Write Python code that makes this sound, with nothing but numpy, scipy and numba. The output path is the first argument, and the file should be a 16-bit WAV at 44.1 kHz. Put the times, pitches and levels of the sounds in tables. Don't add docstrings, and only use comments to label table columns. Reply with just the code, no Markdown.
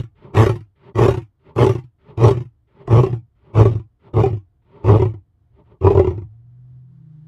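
import sys
import numpy as np
from scipy import signal
from scipy.fft import rfft, irfft, next_fast_len
from scipy.io import wavfile
from scipy.ndimage import uniform_filter1d, map_coordinates
from numba import njit

SR = 44100
rng = np.random.default_rng(int(sys.argv[2]) if len(sys.argv) > 2 else 0)


def digitize_waveform(pressure):
    field = np.atleast_2d(pressure).T
    bounded = np.clip(field, -1, 1)
    quanta = np.round(bounded * 32767).astype(np.int16)
    wavfile.write(sys.argv[1], SR, quanta)


def gain_from_db(level_db):
    decades = np.asarray(level_db, float) / 20
    return 10 ** decades


N = 320607


def unit(x):
    return x / np.sqrt(np.mean(x ** 2) + 1e-20)


def noise():
    return rng.standard_normal(N)


def curves(tables):
    t = np.arange(N) / SR
    s, *cols = np.transpose(np.concatenate(tables))
    gate = sum((t >= rows[0][0]) & (t < rows[-1][0]) for rows in tables)
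    return [np.interp(t, s, c) for c in cols] + [uniform_filter1d(1. * gate, size=400, mode="nearest")]


def wobble(rate):
    knots = rng.standard_normal(int(N * rate / SR) + 4)
    return map_coordinates(knots, [np.arange(N) * rate / SR])


def filtered(x, response):
    m = next_fast_len(N + SR // 2)
    return irfft(rfft(x, m) * response(np.fft.rfftfreq(m, 1 / SR)), m)[:N]


def coloured(x, points):
    f, db = np.transpose(points)
    return unit(filtered(x, lambda hz: gain_from_db(np.interp(np.log(hz + 1), np.log(f), db, -120, -120))))


def resonant(x, modes):
    def response(f):
        total = 0
        for k, (c, w, db) in enumerate(modes):
            total = total + (-1) ** k * gain_from_db(db) * 1j * f * w / (c * c - f * f + 1j * f * w)
        return total
    return unit(filtered(x, response))


@njit
def follow(x, pole):
    y, state = np.zeros(len(x)), 0j
    for n in range(len(x)):
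        state = state * pole[n] + x[n]
        y[n] = state.imag
    return y


def moving(x, hz, width_hz):
    return unit(follow(x, np.exp((2j * hz - width_hz) * np.pi / SR)))


# time in seconds, level in dB.
RUMBLE_LEVEL = [
    (0, -52.5),
    (.9, -61),
    (1.3, -62),
    (3, -60),
    (5.3, -57),
    (6.3, -54),
    (7.27, -59.5),
]
# frequency in Hz, level in dB.
RUMBLE_TONE = [(15, -36.5), (25, 1.5), (76, 12), (131, 2), (246, -26.5), (379, -42), (454, -21.5),
               (653, -35), (700, -16), (910, -57), (1540, -120)]
# frequency in Hz, level in dB.
AIR_TONE = [(120, -37), (200, -8.5), (327, -7.5), (392, -14.5), (487, -23.5), (1060, -23.5), (2010, -32),
            (2640, -38.5), (3000, -35), (15400, -61)]


def plain():
    level_db, _ = curves([RUMBLE_LEVEL])
    hum = moving(noise(), np.full(N, 115.), width_hz=11)
    rumble = gain_from_db(level_db + 2.1 * wobble(6)) * (coloured(noise(), RUMBLE_TONE) + 0.33 * hum)
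    lift_db = np.interp(np.arange(N) / SR, [0, 6.1, 6.5, 7.15, 7.27], [-76.0, -75.0, -72, -68.0, -67.5])
    return rumble + gain_from_db(lift_db + 1.2 * wobble(14)) * coloured(noise(), AIR_TONE)


# start in seconds, length in seconds, chest level in dB, throat level in dB, pitch in Hz.
GRUNTS = [
    (-.24, 0.36, -8, -8, 116),
    (0.336, 0.34, -10, -13, 114),
    (0.947, 0.35, -10, -15, 114),
    (1.557, 0.33, -11, -11.5, 119),
    (2.172, 0.37, -11.5, -16, 121),
    (2.873, 0.43, -9, -16.5, 117),
    (3.535, .365, -6, -13, 110),
    (4.133, 0.33, -9, -15, 109),
    (4.834, 0.41, -8.5, -15, 106),
    (5.812, 0.54, -8, -13, 97.9),
]
# time in seconds, throat peak in dB, jaw ring in Hz.
BREAKS = [
    (.035, -39.5, 1120),
    (.463, -5.5, 1120),
    (1.082, -3, 1110),
    (1.665, -5, 855),
    (2.308, -7, 1117),
    (3.033, -6, 1076),
    (3.653, -5, 1113),
    (4.235, -3.5, 743.5),
    (4.996, -9.5, 949),
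    (5.904, -3.5, 775),
]
FULL_S, SAG_AT = .07, .68


def falter_lead(s):
    return 0.021 + 0.00078 * s


def effort():
    tables = []
    for (s, length, chest_db, throat_db, _), (break_s, *_) in zip(GRUNTS, BREAKS):
        hold_s = np.clip(break_s - 0.021 - s, FULL_S + .005, length / 2)
        times = s + np.array([0, 0.036, FULL_S, hold_s, SAG_AT * length, length])
        rise = np.array([-24.5, -5, 0, 0, 0, 0])
        fall = np.array([0, 0, 0, 0, -12.5, -54])
        throat = throat_db + rise
        mouth = throat - 7.5 - 0.34 * s + 2.2 * fall
        rasp = throat - 17 - 1.41 * s + 1.65 * fall
        tables.append(np.transpose([times, chest_db + rise + fall, throat + 2 * fall, mouth, rasp]))
    return curves(tables)


THROAT_HZ = (368.6, 408.2, 352, 303)


def tract():
    tables = []
    for s, length, *_, hz in GRUNTS:
        times = s + np.array([0, FULL_S, SAG_AT * length, length])
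        tables.append(np.transpose([times, hz * np.array([.93, 1, 1.01, .98]), THROAT_HZ]))
    return curves(tables)[:2]


# frequency in Hz, width in Hz, level in dB.
MOUTH = [(744, 20, -2.5), (861, 72, 1), (988.6, 48, 1.5), (1110, 60, 2), (1276, 58, -6)]
# frequency in Hz, level in dB.
RASP_TONE = [(760, -34.5), (1300, -3), (1550, -7.5), (1850, -6), (2440, -7.5), (3230, -12), (3970, -19),
             (4790, -21.5), (5710, -19), (6070, -20.5), (9090, -28.5), (11800, -26.5), (15400, -48)]


def buzz():
    chest_db, throat_db, mouth_db, rasp_db, gate = effort()
    pitch, throat_hz = tract()
    t = np.arange(N) / SR
    turns = np.cumsum(pitch * (1 + .05 * wobble(70))) / SR
    closing = np.diff(np.floor(turns), prepend=0)
    pulses = unit(closing * gain_from_db(1.1 * noise()))
    puff = 0.58 + np.exp(-3.2 * (turns % 1))

    def air():
        return unit(puff * noise())

    tone = np.sqrt(2) * np.sin(2 * np.pi * turns) * gain_from_db(2.2 * wobble(43))
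    flutter = coloured(noise(), [(25, -20.0), (45, -6.0), (70, -1.5), (140, -1.0), (200, -12), (260, -18.5),
                                 (330, -50.5)])
    uneven = np.sin(3 * np.pi * turns) * wobble(25)
    chest = tone + gain_from_db(-17) * uneven + gain_from_db(-8) * flutter

    slack = np.zeros(N)
    for (break_s, *_), (s, length, *_) in zip(BREAKS, GRUNTS):
        slack += (t > break_s - falter_lead(break_s)) & (t < s + length)
    slack = uniform_filter1d(slack, size=700)
    gape = sum(np.exp(-((t - s + 0.0061) / 0.0021) ** 2) for s, *_ in slap_rows())

    drive = pulses + 0.8 * air()
    throat = moving(drive, throat_hz, width_hz=60)
    throat = throat + gain_from_db(-3 - 3.5 * slack) * moving(drive, 1.1 * throat_hz, width_hz=110)
    throat = throat + gain_from_db(-13.5) * moving(drive, 1.44 * throat_hz, width_hz=70)
    throat = unit(filtered(throat, lambda f: (1j * f / (150 + 1j * f)) ** 2 * 900 / (900 + 1j * f)))
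    mouth = resonant(pulses + 0.5 * air(), MOUTH)
    rasp = coloured(air() + 0.079 * pulses, RASP_TONE) * gain_from_db(2.0 * wobble(35))

    voiced = gain_from_db(chest_db - 6.3 * slack) * chest
    voiced = voiced + gain_from_db(throat_db - 6.4 * slack) * throat
    voiced = voiced + gain_from_db(mouth_db - 14 * slack) * mouth
    gate = gate * gain_from_db(-9 * gape * slack)
    return gate * voiced, gate * gain_from_db(rasp_db + 1.5 - 2.8 * slack) * rasp


# time in seconds, treble corner in Hz.
HEAD_TURN = [
    (0, 16300),
    (3, 8980),
    (6.298, 5510),
]


def turned(x, blotch_db):
    s, hz = np.transpose(HEAD_TURN)
    f, t, z = signal.stft(x, SR, nperseg=1024, noverlap=768)
    f = f[:, None]
    blotches = uniform_filter1d(rng.standard_normal(z.shape), size=3, axis=0)
    blotches = unit(uniform_filter1d(blotches, size=9, axis=1))
    z = z * gain_from_db(blotch_db * blotches - 0.1 * blotch_db ** 2)
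    z = z / (1 + (f / np.interp(t, s, hz)) ** 2)
    z = z * gain_from_db(-1.5 * t * np.exp(-((f - 1620) / 170) ** 2))
    return signal.istft(z, SR, nperseg=1024, noverlap=768)[1][:N]


def muffled(x, hz):
    return filtered(x, lambda f: 1 / (1 - (f / hz) ** 2 + 1.3j * f / hz) ** 2)


# time in seconds, throat peak in dB, jaw ring in Hz.
SLAPS = [(0.347, -17.5, 1106), (.368, -8, 1127), (.493, -10.5, 852), (.955, -21, 1098), (.987, -9.5, 1110),
         (1.058, -8.5, 724), (1.562, -21.5, 812), (1.582, -10.5, 1148), (1.644, -5.5, 861),
         (1.693, -7.5, 1148), (2.176, -22.5, 684.5), (2.238, -2.5, 1110), (2.283, -2.5, 871),
         (2.876, -20.5, 682.4), (2.926, -12, 857), (3.551, -17, 1054), (4.138, -21, 1190),
         (4.163, -17.5, 738), (4.185, -16.5, 730), (4.26, -9, 720), (4.843, -16.5, 876), (4.887, -7, 910),
         (5.02, -6.5, 923), (5.811, -25, 824), (5.845, -14.5, 833), (5.867, -1, 940), (5.949, -6, 909),
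         (5.972, -2, 968), (5.994, 0.5, 754), (6.072, -8, 932),
         (.557, -28.5, 925), (.607, -45.5, 988), (1.107, -13, 888), (1.141, -17.5, 875), (1.173, -19, 904),
        (1.219, -44, 1002), (1.751, -20, 1062), (1.784, -31, 906), (1.84, -50.5, 972.7),
        (2.371, -24.5, 836), (2.405, -28.5, 980), (2.453, -48.5, 972.6), (3.064, -15, 692.3),
        (3.129, -21, 740), (3.714, -26.5, 697), (3.753, -26.5, 1063), (3.796, -36.5, 956), (4.33, -25, 691),
        (4.369, -35, 993.6), (5.052, -15.5, 991), (5.139, -33, 712), (6.045, -10, 912), (6.106, -18.5, 825),
        (6.178, -25.5, 880), (6.218, -35, 883)]


def slap_rows():
    s, db, jaw_hz = np.transpose(sorted(BREAKS + SLAPS))
    starts = np.transpose(GRUNTS)[0]
    grunt = np.searchsorted(starts, s) - 1
    age = s - starts[grunt]
    buzzing = s < np.transpose(BREAKS)[0][grunt]
    chest_db = -5 - .5 * db - 7.5 * buzzing * (age > 0.036)
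    mouth_db = -1 - 9 * np.minimum(age / 0.12, 1) - 0.85 * s
    rasp_db = -21.5 - 1.83 * s - 0.25 * db
    return np.transpose([s, db, chest_db, mouth_db, rasp_db, jaw_hz])


def slaps():
    (pitch, throat_hz), rows = tract(), slap_rows()
    rings, puffs, t = np.zeros(N + SR), np.zeros(N + SR), np.arange(SR // 5) / SR

    def ring(hz, t60, bend):
        swell = 1 - np.exp(-t / 0.0024)
        return gain_from_db(-60 * t / t60) * swell * np.sin(2 * np.pi * hz * t * (1 + bend * t))

    chance = rng.standard_normal((len(rows), 16))
    for (s, db, chest_db, mouth_db, rasp_db, jaw_hz), luck in zip(rows, chance):
        n = round(s * SR)
        end = n + len(t)
        chest = gain_from_db(chest_db) * ring(pitch[n] * (1 + luck[0] / 20), 0.17, -0.91)
        throat = ring(1.02 * throat_hz[n], .13, -1.1)
        throat = throat + gain_from_db(-10 + .2 * db + 4.2 * luck[2]) * ring(1.43 * throat_hz[n], 0.057, 0.98)
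        throat = throat + gain_from_db(-14 - .3 * db + 1.8 * luck[15]) * ring(0.92 * throat_hz[n], 0.11, 0.63)
        mouth = np.zeros(len(t))
        for k, (hz, width, level) in enumerate(MOUTH):
            mouth += gain_from_db(level + 4 * luck[3 + k]) * ring(hz * (1 + .04 * luck[9 + k]), 3.9 / width, .8)
        jaw = ring(jaw_hz, 0.13, np.interp(s, [3, 5], [.4, 1.5]))
        rings[n - 350:n] *= np.linspace(1, .35, 350)
        rings[n:end] *= .35
        rings[n:end] += gain_from_db(db) * (chest + throat + gain_from_db(mouth_db - 9.0) * mouth + gain_from_db(mouth_db - 4.5) * jaw)
        crack = gain_from_db(0.5 + 4 * luck[1] - 60 * t / 0.0017)
        puff = gain_from_db(-60 * t / 0.045) + 0.99 * gain_from_db(-60 * t / 0.14)
        puffs[n:end] += gain_from_db(db + rasp_db - 6.5) * (crack + puff)
    return rings[:N], puffs[:N] * coloured(noise(), RASP_TONE)


# start in seconds, loudest moment in seconds, end in seconds, level in dB.
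GASPS = [
    (0.151, 0.251, 0.34, -43),
    (0.756, .895, .93, -43),
    (1.394, 1.496, 1.553, -45.5),
    (1.985, 2.104, 2.19, -44.5),
    (2.672, 2.806, 3.02, -46.5),
    (3.35, 3.488, 3.62, -50.5),
    (3.995, 4.083, 4.125, -44),
    (4.619, 4.76, 5.19, -47),
    (5.5, 5.6, 5.64, -52),
    (5.64, 5.72, 5.78, -51),
]


def breath():
    tables = []
    for *times, db in GASPS:
        low = db + np.array([-30, 0, -13])
        high = db - 13.5 + np.array([-18.5, 0, -27]) - 0.5 * times[0]
        tables.append(np.transpose([times, low, high]))
    return curves(tables)


# frequency in Hz, width in Hz, level in dB.
GASP_THROAT = [(128.9, 81, 1.5), (402, 72, 1.2), (584, 95, -3.5), (904, 130, -3.5), (1162, 200, -7)]
# frequency in Hz, level in dB.
GASP_HISS = [(760, -28), (1300, 5.5), (1640, -4), (1950, 1), (2660, -4.5), (3140, -5), (4500, -17),
             (5850, -31), (13000, -50)]


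def gasps():
    low_db, high_db, gate = breath()
    flutter = gain_from_db(1.9 * wobble(39))
    rush = resonant(resonant(noise(), GASP_THROAT), GASP_THROAT)
    low = gain_from_db(low_db + 3.0) * rush
    return gate * flutter * (low + gain_from_db(high_db) * coloured(noise(), GASP_HISS))


# time in seconds, pitch in Hz, level in dB.
MOAN = [
    (6.25, 114.2, -29),
    (6.278, 103.9, -41),
    (6.42, 118.6, -44.5),
    (6.75, 128.9, -40),
    (6.9, 126, -44),
    (7.22, 129, -47.5),
    (7.27, 125, -47.5),
]
# time in seconds, pitch in Hz, level in dB.
ANSWER = [
    (6.45, 155.6, -54),
    (6.536, 168.8, -64.5),
    (6.79, 172.2, -62),
    (6.93, 164.3, -50.5),
    (7.222, 151.7, -41),
    (7.27, 160.4, -43.5),
]


def moan(rows, second_db):
    pitch, level_db, gate = curves([rows])
    phase = 2 * np.pi * np.cumsum(pitch * (1 + 0.0094 * wobble(9.4))) / SR
    tone = np.sin(phase) + gain_from_db(second_db + 4.5 * wobble(14)) * np.sin(2 * phase)
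    return gate * np.sqrt(2) * gain_from_db(level_db + 1.0 * wobble(12.0)) * tone


def scene():
    voice, rasp = buzz()
    rings, puffs = slaps()
    lion = muffled(voice + rings, hz=1490) + turned(rasp + puffs, blotch_db=4.5) + gasps()
    far = moan(MOAN, second_db=-45.0) + moan(ANSWER, second_db=-28.5)
    return (lion + far + plain())[None]


def top_cut(x):
    return signal.sosfilt(signal.butter(12, 15550, fs=SR, output="sos"), x)


def record(dry):
    def colour(f):
        return (1j * f / (33 + 1j * f)) ** 2 * np.where(f > 13100, gain_from_db(-7), 1)
    hiss = gain_from_db(-97) * coloured(noise(), [(3000, -8), (8000, 1.5), (15000, 2.0)])
    x = filtered(dry[0], colour) + hiss
    x = x / (1 + np.abs(x / .97) ** 8) ** (1 / 8)
    return top_cut(x[None])


dry = scene()
out = record(dry)
digitize_waveform(out)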